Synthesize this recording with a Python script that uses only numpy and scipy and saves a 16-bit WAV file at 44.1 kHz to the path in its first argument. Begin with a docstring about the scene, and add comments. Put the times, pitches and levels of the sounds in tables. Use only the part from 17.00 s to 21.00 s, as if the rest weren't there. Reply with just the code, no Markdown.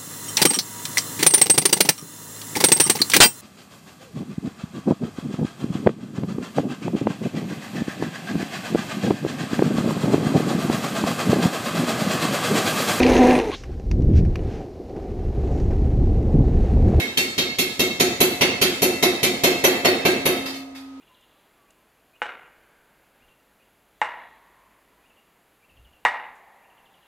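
"""Power hammer forging steel

A tire power hammer strikes a steel bar in a big workshop, about five blows a second, then stops.
Each blow of the ram (the moving weight) thuds in the anvil post, cracks, and rings the frame and
the dies (the striking faces). A low boom and the hall's echo follow; sometimes the bar sings too.
The linkage that lifts the ram clanks between blows and settles at the end. A motor hums throughout."""
import sys
import numpy as np
from scipy import signal
from scipy.fft import rfft, irfft, next_fast_len
from scipy.io import wavfile

SR = 44100
rng = np.random.default_rng(int(sys.argv[2]) if len(sys.argv) > 2 else 0)


def dump_mix(stems):
    """Bounce the given channels to the path in sys.argv[1] as a 16-bit WAV at rate SR."""
    frames = np.atleast_2d(stems).T  # one column per channel
    limited = np.clip(frames, -1, 1)  # hard clip at full scale
    pcm = np.round(limited * 32767).astype(np.int16)
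    wavfile.write(sys.argv[1], SR, pcm)


N = 176400
T = np.arange(SR) / SR  # one second of time, for a single sound

# Levels in the tables are relative. A "t60" is the time a sound takes to fade by 60 dB.
# each blow (time [s], thud [dB], knock [dB], clang [dB], bite [dB], crack [dB], boom [dB])
BLOWS = [(-0.035, -3.5, -2.5, -3, -6, -7.5, -30), (0.172, -4.5, -5.5, -2, -1, -3, -12.5),
         (0.379, -3, -4.5, -4, 0.5, -8, -12.5), (0.585, -3, -7, -1, -1, -2, -10),
         (0.793, 0.5, 0.5, -4, 2, -2, -5), (0.998, 1.5, 3, 1, 3, -1.5, -1.5),
         (1.2034, 1.5, 5, 0, -0.5, 4.5, -1), (1.409, 2.5, 6.5, 4.5, 1, -6, -6),
         (1.6138, -1, 1, 3, 3.5, -0.5, -3.5), (1.8191, 0.5, 5.5, -4, 0, 2.5, -0.5),
         (2.0254, 0, 7.5, -0.5, 2.5, -0.5, 0), (2.2296, 0, 3.5, -2.5, 2.5, -0.5, -4.5),
         (2.4351, 1, 9, 1.5, 2, 0, 0), (2.6389, -1.5, 10, 3, 0.5, 2, -0.5),
         (2.847, -0.5, 10.5, 3.5, -0.5, -5.5, 0.5), (3.0504, 2, 8.5, 2, -3, -5, -2),
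         (3.2545, -2, 5.5, -1, -4.5, -1.5, -4)]
# where thud, knock, clang, bite and crack lie (frequency [Hz])
BAND_HZ = [200, 680, 2400, 4800, 11000]
# tone of the ram's landing (frequency [Hz], level [dB])
IMPACT_TONE = [(30, -25), (120, -6), (400, -1.5), (650, -8.5), (1250, -13), (1700, -16), (2100, -8),
               (3300, -9), (4400, -14), (6200, -10.5), (7800, -22), (11500, -11.5), (15000, -19)]
# tone of the hall's echo (frequency [Hz], level [dB])
ECHO_TONE = [(30, -26), (100, -9), (260, -2), (450, -3.5), (750, -10.5), (1300, -16), (2150, -9),
             (4300, -13.5), (7800, -24), (11500, -22), (15000, -26)]
# how long the hall echoes (frequency [Hz], t60 [s])
HALL_T60 = [(400, 0.87), (3000, 0.67), (6000, 0.94), (12000, 0.61)]
# noise that all blows have in common (frequency [Hz], share [0 to 1])
SAME_SHARE = [(600, 0.81), (2000, 0.54)]
# the machine's countless small resonances (frequency [Hz], typical peak or dip [dB])
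JANGLE_DEPTH = [(900, 1.5), (2000, 4), (4000, 6)]
# how alike left and right sound (frequency [Hz], likeness [-1 to 1])
STEREO_LIKENESS = [(30, 0.75), (150, 0.96), (600, 0.86), (1000, -0.052), (2200, -0.07)]
# ringing notes of the dies and ram (pitch [Hz], level [dB])
DIE_NOTES = [(1301, -38.5), (1705, -42), (2172, -28), (2676, -29), (3130, -37), (3225, -38.5),
             (3665, -34.5), (3790, -32), (4200, -36.5), (4405, -32.5), (4775, -44), (5045, -45),
             (5390, -48.5)]
# ringing notes of the frame (pitch [Hz], level [dB])
FRAME_NOTES = [(473, -36), (588, -43), (710, -32), (1690, -45.5), (1765, -44), (1901, -37), (2008, -32),
               (2132, -33), (2606, -28), (3150, -36), (3770, -40), (4350, -37.5)]
# thumps of post and floor (delay [s], half width [s], pitch [Hz], level [dB])
POST_THUMPS = [(.014, 0.013, 174.6, -24.5), (.023, 0.006, 258, -21), (.122, 0.0052, 251.3, -26.5)]
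# two hollow knocks as the ram lands and rebounds, then the linkage's knock as it lifts
# (delay [s], half width [s], pitch [Hz], level [dB])
HOLLOW_KNOCKS = [(.0055, .0022, 480, -27), (.0135, 0.0092, 570, -28.5), (.113, .004, 520, -34)]
# swells of the boom (delay [s], half width [s], level [dB])
BOOM_SWELLS = [(0.048, 0.0089, -15.5), (0.077, 0.013, -17), (.124, .01, -22)]
# the motor's notes (pitch [Hz], level [dB])
HUM_NOTES = [(80.7, -21), (269.2, 6.5), (1260, -12)]
# the hum swells as the load comes off (time [s], level [dB])
HUM_LEVEL = [(0, -52), (3.1, -36.5), (3.4, -32.5), (3.7, -39.5), (4, -38)]
# tone of the workshop's air (frequency [Hz], level [dB])
AIR_TONE = [(25, -9), (80, -7), (400, -2.5), (900, 1), (1600, -9), (4000, -12), (15000, -33)]
# notes the bar sings (time [s], pitch [Hz], level [dB], base t60 [s])
BAR_NOTES = [(.02, 2172, -23.5, 0.25), (0.172, 3150, -10.5, 0.072), (.185, 2700, -19.5, 0.31),
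             (0.384, 3205, -15, 0.12), (.59, 5150, -28, .3), (0.807, 2676, -21, 0.31),
             (1.209, 2677, -22, 0.26), (1.62, 4270, -15, 0.17), (2.65, 6050, -21, 0.24),
             (2.857, 4420, -15, 0.37)]
# the linkage's last knocks (time [s], level [dB])
LAST_KNOCKS = [(3.455, -10.5), (3.538, -18.5), (3.747, -22)]
# tone of its rattle (frequency [Hz], level [dB])
RATTLE_TONE = [(100, -42), (900, 0), (2200, -3), (4300, 0), (8000, -14), (15000, -14.5)]

CHATTER_DB, CHATTER_HZ = 1, 412  # the dies bounce and chatter within a blow


def amp(db):
    """Turn decibels into a gain."""
    return 10 ** (np.asarray(db) / 20)


def unit(x):
    """Scale x to an average (rms) level of 1."""
    return x / np.sqrt(np.mean(x ** 2) + 1e-20)


def along(table, hz):
    """Read a table at any frequency, on a log scale."""
    freqs, values = np.transpose(table)
    return np.interp(np.log(hz + 1), np.log(freqs + 1), values)


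def filtered(x, response):
    """Scale each frequency in x by response(hz)."""
    n = x.shape[-1]
    padded = next_fast_len(n + 4096)
    return irfft(rfft(x, padded) * response(np.fft.rfftfreq(padded, 1 / SR)), padded)[..., :n]


def add(out, start, sound):
    """Mix a sound in at a start time in seconds."""
    i = round(start * SR)
    part = sound[:, max(-i, 0):max(N - i, 0)]
    out[:, max(i, 0):max(i, 0) + part.shape[1]] += part


def fade(t, t60):
    """Hold until t = 0, then die away."""
    return np.exp(-np.log(1000) * np.maximum(t, 0) / t60)


def rise(seconds):
    """A soft start."""
    return 1 - np.exp(-T / seconds)


def swell(delay, width):
    """A smooth bump after a blow (both in seconds)."""
    return np.exp(-((T - delay) / width) ** 2 / 2)


def wobble(rate, t):
    """A line through random points, rate of them a second."""
    points = rng.standard_normal(512)
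    return np.interp(t * rate, np.arange(len(points)), points)


def coloured(noises, tone):
    """Shape two noises into one stereo noise with this tone."""
    def response(hz):
        width = np.arccos(np.clip(along(STEREO_LIKENESS, hz), -1, 1)) / 2
        return amp(along(tone, hz)) * [np.cos(width), np.sin(width)]
    mid, side = filtered(noises, response)
    return unit(np.array([mid + side, mid - side]))


def jangle(spacing_hz=55):
    """The machine's small resonances: frequencies and their random levels in dB."""
    hz = np.arange(0, SR / 2, spacing_hz)
    return hz, along(JANGLE_DEPTH, hz) * rng.standard_normal(len(hz))


def ram_burst(metal, tone, hold_s=0.018, split_hz=1320):
    """The ram lands and bites a second time: a burst of noise whose low part dies sooner."""
    noise = filtered(coloured(metal, IMPACT_TONE), tone)
    low = filtered(noise, lambda hz: 1 / (1 + (hz / split_hz) ** 4))
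    burst = low * fade(T - hold_s, t60=0.015) + (noise - low) * fade(T - hold_s, t60=0.21)
    contacts = rise(0.001) * (1 + 0.34 * swell(delay=0.012, width=0.0021))
    chatter = unit(amp(CHATTER_DB * wobble(CHATTER_HZ, T)))
    return burst * contacts * chatter


def hall_echo(metal, tone):
    """The hall answers with a wash of noise, each frequency fading at its own speed."""
    hz, t, bands = signal.stft(coloured(metal, ECHO_TONE), SR, nperseg=512)
    bands = bands * tone(hz)[:, None] ** 0.85 * fade(t, along(HALL_T60, hz)[:, None])
    return signal.istft(bands, SR)[1][:, :SR] * rise(0.01)


def impacts(same_jangle=0.35):
    """Each blow jangles the machine and fills the hall, partly alike every time and partly new."""
    out = np.zeros((2, N))
    share = lambda hz: np.clip(along(SAME_SHARE, hz), 0, 1)
    common = filtered(rng.standard_normal((2, 2, SR)), lambda hz: np.sqrt(share(hz)))
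    jangle_hz, machine_db = jangle()
    for start, *band_db, _ in BLOWS:
        jangle_db = np.sqrt(same_jangle) * machine_db + np.sqrt(1 - same_jangle) * jangle()[1]
        fresh = filtered(rng.standard_normal((2, 2, SR)), lambda hz: np.sqrt(1 - share(hz)))
        near, far = filtered(common + fresh, lambda hz: amp(np.interp(hz, jangle_hz, jangle_db)))
        tone = lambda hz: amp(along(list(zip(BAND_HZ, band_db)), hz))
        add(out, start, amp(-16) * ram_burst(near, tone) + amp(-19.5) * hall_echo(far, tone))
    return out


def ring(notes, base_t60, scatter_db=2, waver=1.3, waver_hz=32):
    """Struck steel rings; the hall makes each note waver differently left and right."""
    out = np.zeros((2, SR))
    for hz, db in notes:
        t60 = base_t60 * (2150 / hz) ** 0.3  # higher notes die sooner
        level = amp(db + scatter_db * rng.normal()) * rise(15 / hz) * fade(T, t60)
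        cycles = hz * T + rng.random()
        for side in out:
            phase = 2 * np.pi * cycles + 1.2 * rng.normal()
            sine = (1 + waver * wobble(waver_hz, T)) * np.sin(phase)
            cosine = waver * wobble(waver_hz, T) * np.cos(phase)
            side += level * (sine + cosine) / np.hypot(1, waver)
    # each note flares at first, then rings on more softly in the hall
    return out * (1 + fade(T, t60=0.13))


def dies_and_frame(lift_s=0.114):
    """Heavy blows choke the dies and shake the frame; the ram clanks again as it is lifted."""
    out = np.zeros((2, N))
    for start, _, knock_db, *_ in BLOWS:
        dies = amp(1 - 0.13 * knock_db) * ring(DIE_NOTES, base_t60=0.63)
        frame = amp(-8 + knock_db) * ring(FRAME_NOTES, base_t60=1)
        add(out, start, dies + frame)
        add(out, start + lift_s + 0.005 * rng.normal(), amp(-10.5) * dies)
    return out


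def thumps(rows):
    """Brief low notes that follow a blow."""
    notes = (amp(db) * swell(at, width) * np.sin(2 * np.pi * hz * T) for at, width, hz, db in rows)
    return rise(0.001) * sum(notes)


def thud_and_boom():
    """Ram and linkage knock and the post thumps; a low note swells, bends in pitch and echoes once."""
    out = np.zeros((2, N))
    post, knocks = thumps(POST_THUMPS), thumps(HOLLOW_KNOCKS)
    pitch_hz = 345.4 + 26.7 * swell(delay=0.06, width=0.01954)
    level = sum(amp(db) * swell(at, width) for at, width, db in BOOM_SWELLS)
    boom = level * np.sin(2 * np.pi * np.cumsum(pitch_hz) / SR)
    for start, thud_db, knock_db, *_, boom_db in BLOWS:
        add(out, start, (amp(thud_db) * post + amp(knock_db) * knocks + amp(boom_db) * boom)[None])
    return out


def motor(drift=0.15):
    """The motor hums, a little unsteadily, over the soft noise of the workshop's air."""
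    t = np.arange(N) / SR
    hum = sum(amp(db + wobble(10, t)) * np.sin(2 * np.pi * hz * t + drift * wobble(15, t))
              for hz, db in HUM_NOTES)
    level = amp(np.interp(t, *np.transpose(HUM_LEVEL)))
    air = amp(-51.5) * coloured(rng.standard_normal((2, N)), AIR_TONE)
    return level * unit(hum) + air


def bar():
    """Now and then the bar sits loosely on the die and sings one bright note."""
    out = np.zeros((2, N))
    for start, hz, db, base_t60 in BAR_NOTES:
        add(out, start, ring([(hz, db)], base_t60))
    return out


def linkage_settling(t60=0.39):
    """The loose linkage rattles and rings as the wheel comes to rest."""
    out = np.zeros((2, N))
    for start, db in LAST_KNOCKS:
        resonances = jangle()
        metal = filtered(rng.standard_normal((2, SR)), lambda hz: amp(np.interp(hz, *resonances)))
        chatter = amp(CHATTER_DB * wobble(CHATTER_HZ / 2, T))
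        rattle = coloured(metal, RATTLE_TONE) * rise(0.008) * fade(T, t60) * chatter
        add(out, start, amp(db) * (amp(-15.5) * rattle + ring(DIE_NOTES[:4], t60)))
    return out


def scene():
    """The whole machine, a little to the right."""
    machine = impacts() + dies_and_frame() + bar() + thud_and_boom() + linkage_settling() + motor()
    return machine * amp([[-0.5], [0.5]])


def record(dry):
    """Round off the loudest peaks and cut the highest treble."""
    top_hz = 14650
    rounded = dry / (1 + dry ** 6) ** (1 / 6)
    return filtered(rounded, lambda hz: 1 / np.sqrt(1 + (hz / top_hz) ** 240))


dry = scene()
out = record(dry)
dump_mix(out)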